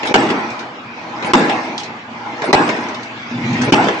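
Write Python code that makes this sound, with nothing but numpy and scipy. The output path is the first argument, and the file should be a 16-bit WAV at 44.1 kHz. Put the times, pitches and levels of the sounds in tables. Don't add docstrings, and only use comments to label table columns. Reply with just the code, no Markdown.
import sys
import numpy as np
from scipy import signal
from scipy.io import wavfile
from scipy.ndimage import uniform_filter1d, minimum_filter1d

SR = 44100
rng = np.random.default_rng(int(sys.argv[2]) if len(sys.argv) > 2 else 0)


def int16_out(signal):
    q = np.round(np.clip(np.atleast_2d(signal).T, -1, 1) * 32767)
    wavfile.write(sys.argv[1], SR, q.astype(np.int16))


N = 176400

# start_s, level_db
BLOWS = [(.141, -1.5), (1.3345, -0.5), (2.529, -1), (3.723, -1.5)]
# frequency_hz, level_db
BLOW_SPECTRUM = [(25, -51), (130, -30), (280, 8.5), (546, -11), (815, -3), (1450, -12), (2340, -16),
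                 (5000, -31.5), (7590, -38.5), (10000, -74.5)]
# after_blow_s, nominal_pitch_hz, level_db, t60_s
PLATE_SLAMS = [(0, 392.5, -1.5, 0.14), (.015, 890, 7, 0.02)]
# pitch_hz, level_db, t60_s
FRAME_MODES = [(124.4, -16, 0.84), (228.4, -8.5, 0.95), (273.4, -6, 0.59), (324.3, -3.5, 0.51),
               (483.5, -7.5, 0.73), (630, -0.5, 0.41), (824, -1.5, 0.81), (999, 1.5, 0.21),
               (1318, -8.5, 0.49)]
# from_blow_s, level_db, brightness (0 dull, 1 sharp)
STROKE_KNOCKS = [(-.11, -22, 0.82), (-.09, -20.5, 0.69), (-.055, -11.5, 0.061), (.146, -19.5, 0.66),
                 (0.161, -17.5, 0.84)]
# frequency_hz, level_db
DULL_SPECTRUM = [(60, -10), (280, 26), (500, 20), (2000, -46), (10000, -51)]
# frequency_hz, level_db
SHARP_SPECTRUM = [(60, -43.5), (300, -4), (800, -8), (2200, 4.5), (4000, -8.5), (7000, -20.5), (10000, -51)]
# from_next_blow_s, level_db
GEAR_LOAD = [(-1.257, -21), (-0.85, -27.5), (-0.462, -45), (-0.35, -34), (-0.099, -27), (-0.026, -22)]
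# frequency_hz, level_db
GEAR_SPECTRUM = [(25, -54), (120, -31), (233, 0.5), (500, -15), (800, 5.5), (1310, -4.5), (2400, -3),
                 (2720, -14), (5760, -19), (9280, -49), (10000, -84)]
STRIP_MODES = [2720, 3520, 3840, 4930, 5650, 6080, 7970, 8350]
# time_s, level_db
UNWINDER_LEVEL = [(3.28, -36), (3.325, -21), (3.45, -17), (3.56, -15.5), (3.68, -13), (3.8, -22.5),
                  (4, -44.5)]
# time_s, pitch_hz
UNWINDER_PITCH = [(3.5, 221.4), (3.65, 241.3), (3.8, 263)]
# pitch_hz, width_hz, level_db
STAND_MODES = [(123.5, 20, -2.5), (170, 9.9, -6), (234.5, 24.2, 3.5), (292, 43, -11)]
# start_s, level_db
TICKS = [(0.0723, -25), (0.5017, -36.5), (.593, -35), (1.7791, -27.5), (1.799, -28), (1.834, -31),
         (2.764, -38.5), (2.886, -37), (2.946, -36), (3.032, -38), (3.53, -38), (3.618, -27),
         (3.842, -31.5)]
# frequency_hz, level_db
TICK_SPECTRUM = [(300, -39), (1500, -10), (3300, 2), (5500, 1), (7500, -10.5), (10000, -29)]
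# time_s, level_db
SCRAPE_LEVEL = [(2.7, -38), (2.95, -35), (3.25, -32), (3.6, -24), (3.9, -37)]
# pitch_hz, level_db, t60_s
STRIP_RING_MODES = [(7390, -38, .5), (7720, -44, .4)]
# frequency_hz, level_db
DRONE_SPECTRUM = [(60, -37), (140, -26.5), (284, -4.5), (532, 4), (924, 6.5), (2400, -5.5), (5760, -38.5),
                  (8600, -55.5), (10000, -78.5)]
# frequency_hz, t60_s
HALL_DECAY = [(60, 0.19), (250, 1.55), (800, 2.08), (2000, 1.74), (4000, 1.35), (9000, 0.93)]
# frequency_hz, correlation
STEREO_LIKENESS = [(60, -0.9), (140, 1), (330, 0.95), (760, 0.61), (1760, -0.29), (9560, 0.46)]


def amp(db):
    return 10 ** (np.asarray(db) / 20)


def unit_rms(x):
    return x / np.sqrt(np.mean(x ** 2) + 1e-20)


def at_hz(points, hz):
    table_hz, value = np.transpose(points)
    return np.interp(np.log(hz + 1), np.log(table_hz + 1), value)


def at_time(points, t):
    return np.interp(t, *np.transpose(points))


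def add(mix, start_s, sound):
    part = mix[:, max(round(start_s * SR), 0):][:, :sound.shape[1]]
    part += sound[:, :part.shape[1]]


def resonate(x, hz, width_hz):
    turn = np.exp(2j * np.pi * hz * np.arange(x.shape[-1]) / SR)
    pole = np.exp(-np.pi * width_hz / SR)
    return 2 * (turn * signal.lfilter([1 - pole], [1, -pole], x / turn)).real


def snap(count, boost_db=7, fade_s=.006):
    return amp(boost_db * np.exp(-np.arange(count) / (fade_s * SR)))


def hall_noise(count, colour_db, ring=np.inf, patchy_db=3.5, steel_db=5.5):
    frames, hz = count // 128 + 5, np.fft.rfftfreq(512, 1 / SR)
    a, b, c, d, patches, steel = rng.standard_normal((frames, 257, 6)).T
    steel = unit_rms(uniform_filter1d(steel, size=30, axis=1)) * np.minimum(hz / 1500, 1)[:, None]
    patches = unit_rms(uniform_filter1d(uniform_filter1d(patches, size=5, axis=0), size=20, axis=1))
    likeness = np.clip(at_hz(STEREO_LIKENESS, hz), -1, 1)[:, None]
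    left = a + 1j * b
    right = likeness * left + np.sqrt(1 - likeness ** 2) * (c + 1j * d)
    ripple_db = patchy_db * np.clip(patches, -3, 1.5) + steel_db * np.clip(steel, -3, 2)
    spectra = np.array([left, right]) * amp(colour_db(hz)[:, None] + ripple_db)
    rms = np.sqrt(np.mean(signal.istft(spectra, nperseg=512, noverlap=384)[1] ** 2))
    spectra *= amp(-60 * np.arange(frames) * 128 / SR / (ring * at_hz(HALL_DECAY, hz))[:, None])
    return signal.istft(spectra, nperseg=512, noverlap=384)[1][:, :count] / rms


def blows(crack_s=.0235, crack_db=6, body_db=-8.5):
    out, t = np.zeros((2, N)), np.arange(SR) / SR
    short = t[:2048]
    gate = np.clip((crack_s + .001 - short) / .002, 0, 1) * np.minimum(short / .0005, 1)
    brightened = lambda hz: at_hz(BLOW_SPECTRUM, hz) + 4 * np.log2(hz + 500)
    for start_s, db in BLOWS:
        crack = hall_noise(len(short), brightened, ring=.1)
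        for late_s, hz, slam_db, t60 in PLATE_SLAMS:
            age = np.maximum(short - late_s, 0)
            pitch_hz = hz * rng.uniform(.87, 1.05)
            crack += amp(slam_db - 60 * age / t60) * np.sin(2 * np.pi * pitch_hz * age)
        add(out, start_s, amp(db + crack_db) * gate * unit_rms(crack) * snap(len(short)) ** .5)
        hall = hall_noise(SR, lambda hz: at_hz(BLOW_SPECTRUM, hz), ring=.68)
        body = hall + amp(-10.5) * frame_ring(SR)
        add(out, start_s, amp(db + body_db) * np.minimum(t / .0011, 1) * body)
    return out


def frame_ring(count, ring=1):
    t = np.arange(count) / SR
    hz, db, t60 = np.transpose(FRAME_MODES)[:, :, None]
    weight, phase = rng.random((2, len(FRAME_MODES), 1))
    modes = amp(db + 4.2 * weight - 60 * t / (ring * t60)) * np.sin(2 * np.pi * (hz * t + phase))
    return modes.sum(0) * np.minimum(t / .0028, 1)


def knocks():
    out, t = np.zeros((2, N)), np.arange(SR // 4) / SR
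    for blow_s, _ in BLOWS:
        for offset_s, db, bright in STROKE_KNOCKS:
            colour = lambda hz: (bright * at_hz(SHARP_SPECTRUM, hz)
                                 + (1 - bright) * at_hz(DULL_SPECTRUM, hz))
            rise = np.minimum(t / (.0005 + .025 * (1 - bright) ** 2), 1)
            knock = rise * snap(len(t)) ** bright * hall_noise(len(t), colour, ring=.13)
            add(out, blow_s + offset_s, amp(db) * knock)
    return out


def gears(taps_per_s=640, spread_db=4, rattle_db=-1.5):
    t = np.arange(N) / SR
    blow_times = np.append(np.transpose(BLOWS)[0], 2 * BLOWS[-1][0] - BLOWS[-2][0])
    from_next_blow_s = t - blow_times[np.searchsorted(blow_times, t)]
    strength = amp(spread_db * np.minimum(rng.exponential(1, (2, N)), 3))
    taps = strength * (rng.random((2, N)) < taps_per_s / SR) * rng.choice([-1, 1], (2, N))
    damped_frame = frame_ring(SR // 4, ring=.18)
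    rattle = signal.oaconvolve(taps + .65 * taps[::-1], damped_frame[None], axes=1)[:, :N]
    teeth = hall_noise(N, lambda hz: at_hz(GEAR_SPECTRUM, hz), patchy_db=2)
    return amp(at_time(GEAR_LOAD, from_next_blow_s)) * (teeth + amp(rattle_db) * unit_rms(rattle))


def strip_clatter(fade_db_per_s=62, t60_s=.06, bend=.04):
    out, t = np.zeros((2, N)), np.arange(N) / SR
    shake = sum((t > s) * amp(-fade_db_per_s * np.maximum(t - s, 0)) for s, _ in BLOWS)
    age = t[:4096]
    bounces_per_s = 230 / len(STRIP_MODES)
    for hz in np.outer(STRIP_MODES, [1 - bend, 1, 1 + bend]).ravel():
        bounces = rng.standard_normal((2, N)) * (rng.random(N) < bounces_per_s / SR)
        ring = (STRIP_MODES[0] / hz) ** 1.5 * amp(-60 * age / t60_s) * np.sin(2 * np.pi * hz * age)
        out += signal.oaconvolve(shake * (bounces + bounces[::-1] / 2), ring[None], axes=1)[:, :N]
    return amp(-27) * out


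def unwinder(jolts_per_s=24, shudder_db=-2, hum_db=-7.5, hum_from_s=3.45):
    t = np.arange(N) / SR
    unevenness = 12 * uniform_filter1d(rng.standard_normal(N), size=2000)
    jolt_phase = (np.cumsum(jolts_per_s * (1 + unevenness)) / SR) % 1
    drive = (.3 + np.exp(-jolt_phase / .2)) * rng.standard_normal(N)
    stand = sum(amp(db) * unit_rms(resonate(resonate(drive, hz, width), hz, 6 * width))
                for hz, width, db in STAND_MODES)
    hum = np.sin(2 * np.pi * np.cumsum(at_time(UNWINDER_PITCH, t)) / SR)
    hum *= np.clip((t - hum_from_s) / .1, 0, 1)
    return amp(at_time(UNWINDER_LEVEL, t)) * (amp(shudder_db) * unit_rms(stand) + amp(hum_db) * hum)


def loose_parts():
    out, pan_db = np.zeros((2, N)), np.array([[-1], [1]])
    for start_s, db in TICKS:
        tick = hall_noise(SR // 5, lambda hz: at_hz(TICK_SPECTRUM, hz), ring=.16, patchy_db=2.5)
        add(out, start_s, amp(db + pan_db) * snap(SR // 5) ** .5 * tick)
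    return out


def strip_scrape():
    hiss = hall_noise(N, lambda hz: at_hz(SHARP_SPECTRUM, hz), patchy_db=3)
    return amp(at_time(SCRAPE_LEVEL, np.arange(N) / SR)) * hiss


def squeak_and_strip_ring(lead_s=.086, squeak_hz=(8950, 9600), squeak_db=-43):
    out, t = np.zeros((2, N)), np.arange(SR // 2) / SR
    swell = np.exp(-(t / .016 - 1.1) ** 2)
    for blow_s, _ in BLOWS:
        hiss = rng.standard_normal((2, len(t)))
        hiss = hiss + hiss[::-1] / 2
        squeak = abs(hiss[0]) * unit_rms(sum(resonate(hiss, hz, 250) for hz in squeak_hz))
        add(out, blow_s - lead_s, amp(squeak_db) * swell * squeak)
        for hz, db, t60 in STRIP_RING_MODES:
            tone = unit_rms(resonate(resonate(hiss, hz, 40), hz, 200))
            add(out, blow_s, amp(db - 60 * t / t60) * tone)
    return out


def shop_drone(level_db=-35.5):
    return amp(level_db) * hall_noise(N, lambda hz: at_hz(DRONE_SPECTRUM, hz), patchy_db=2)


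def scene():
    return (shop_drone() + blows() + knocks() + loose_parts() + strip_clatter()
            + squeak_and_strip_ring() + gears() + unwinder() + strip_scrape())


def record(dry, bass_cut_hz=90, threshold_db=-8, ahead_s=.007, clip_level=.82, top_hz=9900):
    dry = signal.lfilter(*signal.butter(2, bass_cut_hz, "high", fs=SR), dry)
    level_db = 10 * np.log10(abs(uniform_filter1d((dry ** 2).mean(0), size=150)) + 1e-12)
    over_db = np.maximum(level_db - threshold_db, 0)
    ahead = round(ahead_s * SR) // 2 * 2
    coming_db = -minimum_filter1d(-over_db, size=ahead + 1, origin=-ahead // 2)
    eased_db = np.maximum(uniform_filter1d(coming_db, size=150),
                          uniform_filter1d(coming_db, size=400, origin=-199))
    limited = dry / amp(.62 * eased_db)
    clipped = limited / (1 + (limited / clip_level) ** 4) ** .25
    low_pass = signal.firwin(511, top_hz, window=("kaiser", 9), fs=SR)
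    return signal.oaconvolve(clipped, low_pass[None], "same")


dry = scene()
out = record(dry)
int16_out(out)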